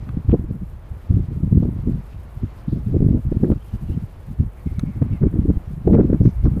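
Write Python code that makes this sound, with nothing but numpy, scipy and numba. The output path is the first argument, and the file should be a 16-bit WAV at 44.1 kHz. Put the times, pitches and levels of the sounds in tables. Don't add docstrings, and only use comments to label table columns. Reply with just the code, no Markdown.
import sys
import numpy as np
from scipy import signal
from scipy.fft import rfft, irfft
from scipy.io import wavfile
from scipy.ndimage import uniform_filter1d, minimum_filter1d
from numba import njit

SR = 44100
rng = np.random.default_rng(int(sys.argv[2]) if len(sys.argv) > 2 else 0)


def pcm_store(signal):
    levels = np.round(np.clip(np.atleast_2d(signal), -1, 1) * 32767)
    wavfile.write(sys.argv[1], SR, levels.astype(np.int16).T)


N = 291060


def undb(db):
    return 10 ** (np.asarray(db) / 20)


def unit(x):
    return x / np.sqrt(np.mean(x ** 2) + 1e-20)


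def curves(table):
    times, *columns = np.transpose(table)
    return [np.interp(np.arange(N) / SR, times, column) for column in columns]


def swell_at(s, width_s):
    return np.exp(-np.minimum(((np.arange(N) / SR - s) / width_s) ** 2, 60))


def walk(rate_hz):
    hz = np.arange(N // 2 + 1) * SR / N
    return unit(irfft(rfft(rng.standard_normal(N)) / (1 + (hz / rate_hz) ** 4), N))


def coloured(spectrum):
    hz, db = np.transpose(spectrum)
    bins = np.maximum(np.arange(N // 2 + 1) * SR / N, 1)
    gain = undb(np.interp(np.log(bins), np.log(hz), db))
    return unit(irfft(rfft(rng.standard_normal(N)) * gain, N))


def butter(x, hz, kind, order):
    return signal.sosfilt(signal.butter(order, min(hz, SR / 2 - 1), kind, fs=SR, output="sos"), x)


@njit
def lowpass(x, hz, damping):
    y, band, low = np.empty(len(x)), 0., 0.
    for i in range(len(x)):
        g = np.tan(np.pi * hz[i] / SR)
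        v = (band + g * (x[i] - low)) / (1 + g * (g + damping))
        y[i] = low + g * v
        band, low = 2 * v - band, 2 * y[i] - low
    return y


def turbulence(corner_hz, bass_hz=52, steady_s=0.03):
    pressure = lowpass(rng.standard_normal(len(corner_hz)), corner_hz, damping=1.67)
    pressure = lowpass(pressure, corner_hz, damping=1.0)
    pressure = lowpass(pressure, 9.1 * corner_hz, damping=1.56)
    pressure = butter(pressure, bass_hz, "high", order=1)
    pressure = butter(pressure, 33, "high", order=2)
    size = int(steady_s * SR)
    local_power = uniform_filter1d(uniform_filter1d(pressure ** 2, size), size)
    return pressure / np.sqrt(local_power + 1e-18)


# onset t/s, hold/s, relative level/dB, corner f/Hz
PORT_GUSTS = [(-0.013, 0.2, -28.5, 149.6), (0.337, 0.31, -30, 155), (0.655, 0.11, -39.5, 101.7),
              (0.906, 0.017, -26.5, 117), (1.098, 0.13, -22.5, 157), (1.283, 0.69, -24.5, 158),
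              (1.509, 0.23, -24.5, 180), (1.77, 0.18, -32.5, 147.5), (2.133, 0.036, -29, 124.4),
              (2.417, 0.015, -21.5, 180.4), (2.69, 0.38, -25, 180), (2.906, 0.26, -22, 199.3),
              (3.129, 0.06, -24.5, 179), (3.237, 0.19, -24, 160.5), (3.458, 0.078, -23.5, 215),
              (3.734, 0.016, -26, 155), (3.811, 0.16, -25.5, 161.5), (4.286, 0.0092, -25, 143.4),
              (4.399, 0.064, -25.5, 158), (4.663, 0.24, -26, 156), (4.956, 0.48, -26.5, 154.6),
              (5.216, 0.079, -20, 196), (5.349, .22, -23, 188), (5.676, 0.26, -28.5, 152),
              (5.853, 0.18, -18, 267), (6.041, 0.25, -20, 203), (6.315, 0.14, -22.5, 72),
              (6.432, 0.059, -9.5, 119.3), (6.535, 0.11, -19.5, 207.4)]


def flow(attack_s=0.0051, release_s=0.026, lull_db=-44.5, lull_hz=120):
    t = np.arange(N) / SR
    power = np.full(N, undb(lull_db) ** 2)
    weighted_hz = power * lull_hz
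    for s, hold, db, corner_hz in PORT_GUSTS:
        rise = (1 + np.tanh((t - s) / attack_s)) / 2
        fall = np.exp(-np.maximum(t - s - hold, 0) / release_s)
        gust_power = (undb(db) * rise * fall) ** 2
        power += gust_power
        weighted_hz += gust_power * (lull_hz + (corner_hz - lull_hz) * np.sqrt(rise * fall))
    return 10 * np.log10(power), weighted_hz / power


def gusts(flutter_db=5.0, flutter_hz=32, brighten=0.44, port_db=-2.0, swirl_db=-24, swirl_share=0.3):
    db, corner_hz = flow()
    surge_db = flutter_db * np.tanh(walk(flutter_hz))
    rumble = turbulence(corner_hz * undb(brighten * surge_db)) * undb(db + surge_db + port_db)
    swirl = turbulence(corner_hz=np.full(N, 70.)) * undb(swirl_share * db + swirl_db)
    return rumble + swirl


# t/s, relative level/dB, offset of the snow hiss/dB
TREE_WIND = [(0, -53.5, -2), (.55, -56.5, -8.5), (.85, -55, -3.5), (1.5, -55, -4), (2.65, -53, -3.5),
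             (3.3, -55, -3.5), (3.8, -55, -3), (4.4, -55, -3.5), (5.2, -54, -6.5), (5.8, -55, -2.5),
             (6.3, -53.5, -9.5), (6.6, -54, -3.5)]
# f/Hz, relative density level/dB
TREE_SPECTRUM = [(100, 8), (300, 7), (550, 3), (800, 1), (1100, -1), (1600, -7), (2400, -10.5),
                 (3300, -14.5), (4600, -18), (7000, -25.5), (15000, -47.5)]


def trees(snow_hz=2400, gain_db=6.5):
    db, snow_db = curves(TREE_WIND)
    roar_sway_db, snow_sway_db = .8 * walk(rate_hz=5), 2.1 * walk(rate_hz=12)
    roar = butter(coloured(TREE_SPECTRUM), snow_hz, "low", order=2) * undb(roar_sway_db)
    snow = butter(coloured(TREE_SPECTRUM), snow_hz, "high", order=2) * undb(snow_db + snow_sway_db)
    return (roar + snow) * undb(db + gain_db)


# t/s, level/dB
HISS_SWELL = [(0, -70.5), (1.5, -68), (2.8, -68), (3.7, -65), (4.4, -68), (5.7, -67), (6.6, -65.5)]
# f/Hz, relative density level/dB
HISS_SPECTRUM = [(1000, -12), (5000, -7.5), (7000, -1.5), (10000, 2.5), (12500, 3.5), (15000, -1)]


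def hiss(flutter_db=2.6, flutter_hz=14, grain_db=2.6, grain_hz=300):
    db, = curves(HISS_SWELL)
    db += flutter_db * np.tanh(walk(flutter_hz))
    return coloured(HISS_SPECTRUM) * undb(db + grain_db * walk(grain_hz))


# t/s, peak level/dB, corner f/Hz
BODY_CONTACTS = [(0.09, -31.5, 3260), (4.7944, -28, 10500)]
# f/Hz, relative level/dB, decay time T60/s
BODY_MODES = [(1314, 19, 0.0053), (1600, 8, 0.008), (2240, 4, 0.015), (2550, -1, 0.012),
              (3700, 8.5, 0.0056), (4250, 4, 0.0047), (6350, 4.5, 0.0065), (9960, 7, 0.005)]


def ticks(contact_s=0.0021, dry_share=0.52, low_hz=800):
    out = np.zeros(N)
    t = np.arange(SR // 20) / SR
    ring = sum(undb(db) * np.sin(2 * np.pi * hz * t) * np.exp(-np.log(1000) * t / t60)
               for hz, db, t60 in BODY_MODES)
    for s, db, corner_hz in BODY_CONTACTS:
        contact = rng.standard_normal(len(t)) * np.exp(-t / contact_s)
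        tick = unit(signal.fftconvolve(contact, ring)[:len(t)]) + dry_share * unit(contact)
        tick = butter(tick, corner_hz, "low", order=3)
        tick = butter(tick, low_hz, "high", order=2)
        at = int(s * SR)
        out[at:at + len(t)] += undb(db) * tick / np.abs(tick).max()
    return out


# centre t/s, level/dB, length/s, nominal corner f/Hz
PORT_EDDIES = [(0.143, -24, .012, 214.4), (0.174, -13, .007, 227), (0.254, -21, .01, 131),
               (0.295, -6.5, .015, 201), (0.32, -11.5, 0.017, 110), (0.333, -3, 0.0094, 341),
               (0.344, -5, 0.013, 358), (0.396, -14, .008, 190.4), (0.447, -21, .008, 262),
               (0.51, -18.5, 0.019, 245), (1.108, -5.5, 0.0092, 161.4), (1.148, -10.5, .017, 161),
               (1.173, -8.5, .011, 195), (1.21, -14.5, 0.014, 147), (1.436, -14.5, 0.012, 250),
               (1.466, -22, 0.041, 113.4), (1.531, -6, 0.02, 205), (1.556, -7.5, .014, 200.6),
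               (1.578, -5, .015, 202), (1.603, -12.5, .014, 180), (1.63, -11.5, 0.0082, 300),
               (1.654, -16, 0.0075, 272), (1.69, -14, .011, 269), (1.881, -13, 0.026, 230),
               (1.896, -15.5, .01, 255), (1.953, -18.5, 0.025, 165.5), (2.373, -22, .015, 113.4),
               (2.438, -15.5, .018, 212.4), (2.686, -15, 0.011, 205), (2.73, -15, 0.014, 220),
               (2.762, -24, .01, 225), (2.87, -15, .012, 190.4), (2.948, -13, 0.013, 329),
               (2.967, -10.5, 0.011, 305), (3.008, -5.5, 0.0031, 247), (3.026, -8, 0.013, 255),
               (3.049, -13, .016, 276), (3.067, -5.5, .008, 194), (3.088, -8, 0.007, 297),
               (3.111, -7.5, .0092, 249), (3.129, -15.5, .007, 287), (3.154, -14, 0.022, 290),
               (3.274, -16.5, 0.019, 140), (3.324, -11.5, 0.0068, 219), (3.37, -9, 0.01, 225),
               (3.437, -7.5, .008, 344), (3.449, -15.5, 0.018, 322), (3.489, -16.5, 0.0068, 337),
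               (3.502, -8, .007, 340), (3.52, -10, 0.016, 309), (3.562, -19.5, .01, 204),
               (3.744, -23, 0.018, 185), (3.9, -18.5, 0.017, 192.5), (3.977, -17.5, .012, 184.5),
               (4.039, -22.5, 0.027, 147.4), (4.31, -23.5, .014, 158), (4.405, -8, 0.014, 161),
               (4.466, -21.5, 0.0088, 140.7), (4.669, -15.5, 0.011, 189), (4.725, -28, 0.0073, 164.4),
               (4.789, -14, 0.008, 150), (4.837, -13, 0.0065, 216), (4.878, -20.5, 0.0084, 172),
               (5.024, -8, .012, 271), (5.127, -15.5, 0.025, 165.7), (5.22, -13, .008, 247),
               (5.239, -5, 0.007, 239), (5.256, -13.5, 0.028, 271), (5.27, -10.5, 0.009, 246),
               (5.341, -17.5, 0.011, 254.5), (5.397, -7, 0.012, 164), (5.419, -15.5, .009, 168.3),
               (5.457, -15, .012, 235), (5.501, -7.5, 0.023, 245), (5.574, -10, 0.0068, 206),
               (5.744, -30.5, .012, 169), (5.878, -7, .012, 337), (5.901, -8, 0.0077, 328),
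               (5.911, -4, 0.0042, 320), (5.934, -2, 0.017, 284), (5.949, -3.5, 0.017, 405),
               (5.968, -2, 0.011, 304), (5.993, -2, 0.017, 420), (6.012, -6.5, 0.008, 340),
               (6.052, -9.5, 0.0082, 260), (6.101, -9.5, .008, 285), (6.118, -13.5, .006, 234),
               (6.131, -6, 0.0043, 237), (6.149, -11.5, .008, 262), (6.215, -2, 0.0099, 200),
               (6.232, -17, .012, 225), (6.257, -4, .007, 217), (6.273, -6.5, 0.013, 190),
               (6.466, -7, 0.027, 267), (6.572, -15, .012, 303)]


def eddies(spread=0.38, edge_share=0.8, core_share=0.25, top_ratio=2.09):
    out = np.zeros(N)
    t = np.arange(-SR // 8, SR // 8) / SR
    for s, db, length, corner_hz in PORT_EDDIES:
        swell = 1 / np.cosh(t / (spread * length))
        thump = swell * turbulence(corner_hz * (edge_share + core_share * swell), steady_s=0.022)
        thump = butter(thump[::-1], top_ratio * corner_hz, "low", order=2)[::-1]
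        thump *= undb(db) * np.sqrt(np.sum(swell ** 2) / np.sum(thump ** 2))
        at = int(s * SR) + np.arange(len(t)) - len(t) // 2
        inside = (at >= 0) & (at < N)
        out[at[inside]] += thump[inside]
    return out


# t/s, level before filtering/dB, corner f/Hz
OVERLOADS = [(0.297, -16.5, 2400), (0.312, -27, 4500), (0.332, -18.5, 3200), (3.501, -35, 1500),
             (3.518, -19, 5000), (5.026, -20.5, 8000), (5.878, -20.5, 3500), (5.933, -11.5, 3500),
             (5.9364, -19, 4000), (5.9473, -12, 5000), (5.953, -9.5, 2000), (5.9998, -23, 3800),
             (6.257, -20, 5000), (6.4565, -13.5, 3800)]


def crackles(width_s=0.00028, low_hz=310):
    out = np.zeros(N)
    t = np.arange(-SR // 50, SR // 50) / SR
    kink = butter(np.exp(-np.abs(t) / width_s), low_hz, "high", order=2)
    for s, db, corner_hz in OVERLOADS:
        at = int(s * SR) - len(t) // 2
        out[at:at + len(t)] += rng.choice([-1, 1]) * undb(db) * butter(kink, corner_hz, "low", order=1)
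    return out


# centre t/s, half-width/s, centre f/Hz, level/dB
SNOW_RUSTLES = [(0.315, 0.012, 2600, -52), (2.136, 0.018, 2470, -59), (2.598, 0.026, 4200, -65),
                (2.717, 0.038, 3860, -63), (3.747, 0.018, 5300, -65), (6.269, 0.057, 5060, -62.5),
                (6.455, 0.019, 4570, -59.5)]


def rustles(edge_ratio=1.22, grain_db=3, grain_hz=220):
    out = np.zeros(N)
    grains = rng.standard_normal(N) * undb(grain_db * walk(grain_hz))
    for s, width_s, hz, db in SNOW_RUSTLES:
        band = butter(grains, hz / edge_ratio, "high", order=4)
        band = butter(band, hz * edge_ratio, "low", order=8)
        out += unit(band) * undb(db) * swell_at(s, width_s)
    return out


# centre t/s, half-width/s, level/dB, top f/Hz
PORT_RASPS = [(0.319, 0.004, -47, 1300), (0.34, 0.0071, -47, 1700), (1.633, 0.005, -45.5, 1250),
              (1.693, 0.004, -56, 1200), (3.323, 0.003, -50, 1500), (3.443, 0.0044, -42.5, 1800),
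              (3.502, 0.003, -41, 1350), (3.528, 0.014, -46, 1270), (5.02, 0.005, -46.5, 1720),
              (5.232, 0.0075, -42.5, 1700), (5.507, 0.003, -43, 1400), (5.937, 0.004, -45, 2400),
              (5.944, 0.003, -38, 2000), (5.955, 0.003, -40, 2400), (5.976, 0.0097, -38.5, 1650),
              (6.002, 0.005, -46, 2500), (6.006, 0.0097, -41, 1800), (6.038, 0.006, -49.5, 1200),
              (6.103, 0.0021, -44.5, 1870), (6.134, 0.0024, -41, 1860), (6.146, 0.0053, -44, 1600),
              (6.26, 0.0035, -49, 2200), (6.464, 0.011, -37, 1450), (6.576, 0.006, -51, 1300)]


def rasps(wind, low_hz=800, fast_hz=260, grit=0.47):
    swing_power = butter(wind, fast_hz, "high", order=2) ** 2
    mean_power = uniform_filter1d(swing_power, size=441)
    spurts = (swing_power / (mean_power + 1e-12)) ** (grit / 2)
    tearing = butter(rng.standard_normal(N) * spurts, low_hz, "high", order=4)
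    return sum(unit(butter(tearing, top_hz, "low", order=8)) * undb(db) * swell_at(s, width_s)
               for s, width_s, db, top_hz in PORT_RASPS)


# centre t/s, length/s, f/Hz, level/dB
AEOLIAN_TONES = [(3.685, 0.11, 3020, -62), (3.92, 0.12, 2830, -66), (4.657, 0.17, 2145, -63.5),
                 (4.912, 0.21, 2150, -64), (5.148, 0.048, 2610, -64.5), (5.197, 0.19, 2160, -60.5),
                 (6.35, 0.23, 2200, -61)]


def whistles(flare_db=6, flare_hz=14, tremble_share=0.05, tremble_hz=18):
    out = np.zeros(N)
    tremble = 1 + tremble_share * np.tanh(walk(tremble_hz))
    flare = undb(flare_db * np.tanh(walk(flare_hz)))
    air = butter(rng.standard_normal(N), 2300, "high", order=1)
    for s, length, hz, db in AEOLIAN_TONES:
        tone = lowpass(air, hz * tremble, damping=0.05)
        out += unit(tone * flare) * undb(db) * swell_at(s, length) ** 2
    return out


def scene():
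    wind = gusts() + eddies()
    storm = trees() + whistles() + rustles()
    return (wind + rasps(wind) + crackles() + storm + ticks() + hiss())[None]


@njit
def limiter_gain(x, ceiling, release):
    gain, peak = np.empty(len(x)), 0.
    for i in range(len(x)):
        peak = max(abs(x[i]), peak * release)
        gain[i] = ceiling / max(peak, ceiling)
    return gain


def record(dry, ceiling=.7, release_s=0.03, smooth_samples=32, top_hz=15400):
    gain = limiter_gain(dry[0], ceiling, np.exp(-1 / (release_s * SR)))
    gain = minimum_filter1d(gain, 2 * smooth_samples)
    gain = uniform_filter1d(uniform_filter1d(gain, smooth_samples), smooth_samples)
    top_cut = signal.ellip(10, .2, 80, top_hz, fs=SR, output="sos")
    return signal.sosfilt(top_cut, dry * gain)


dry = scene()
out = record(dry)
pcm_store(out)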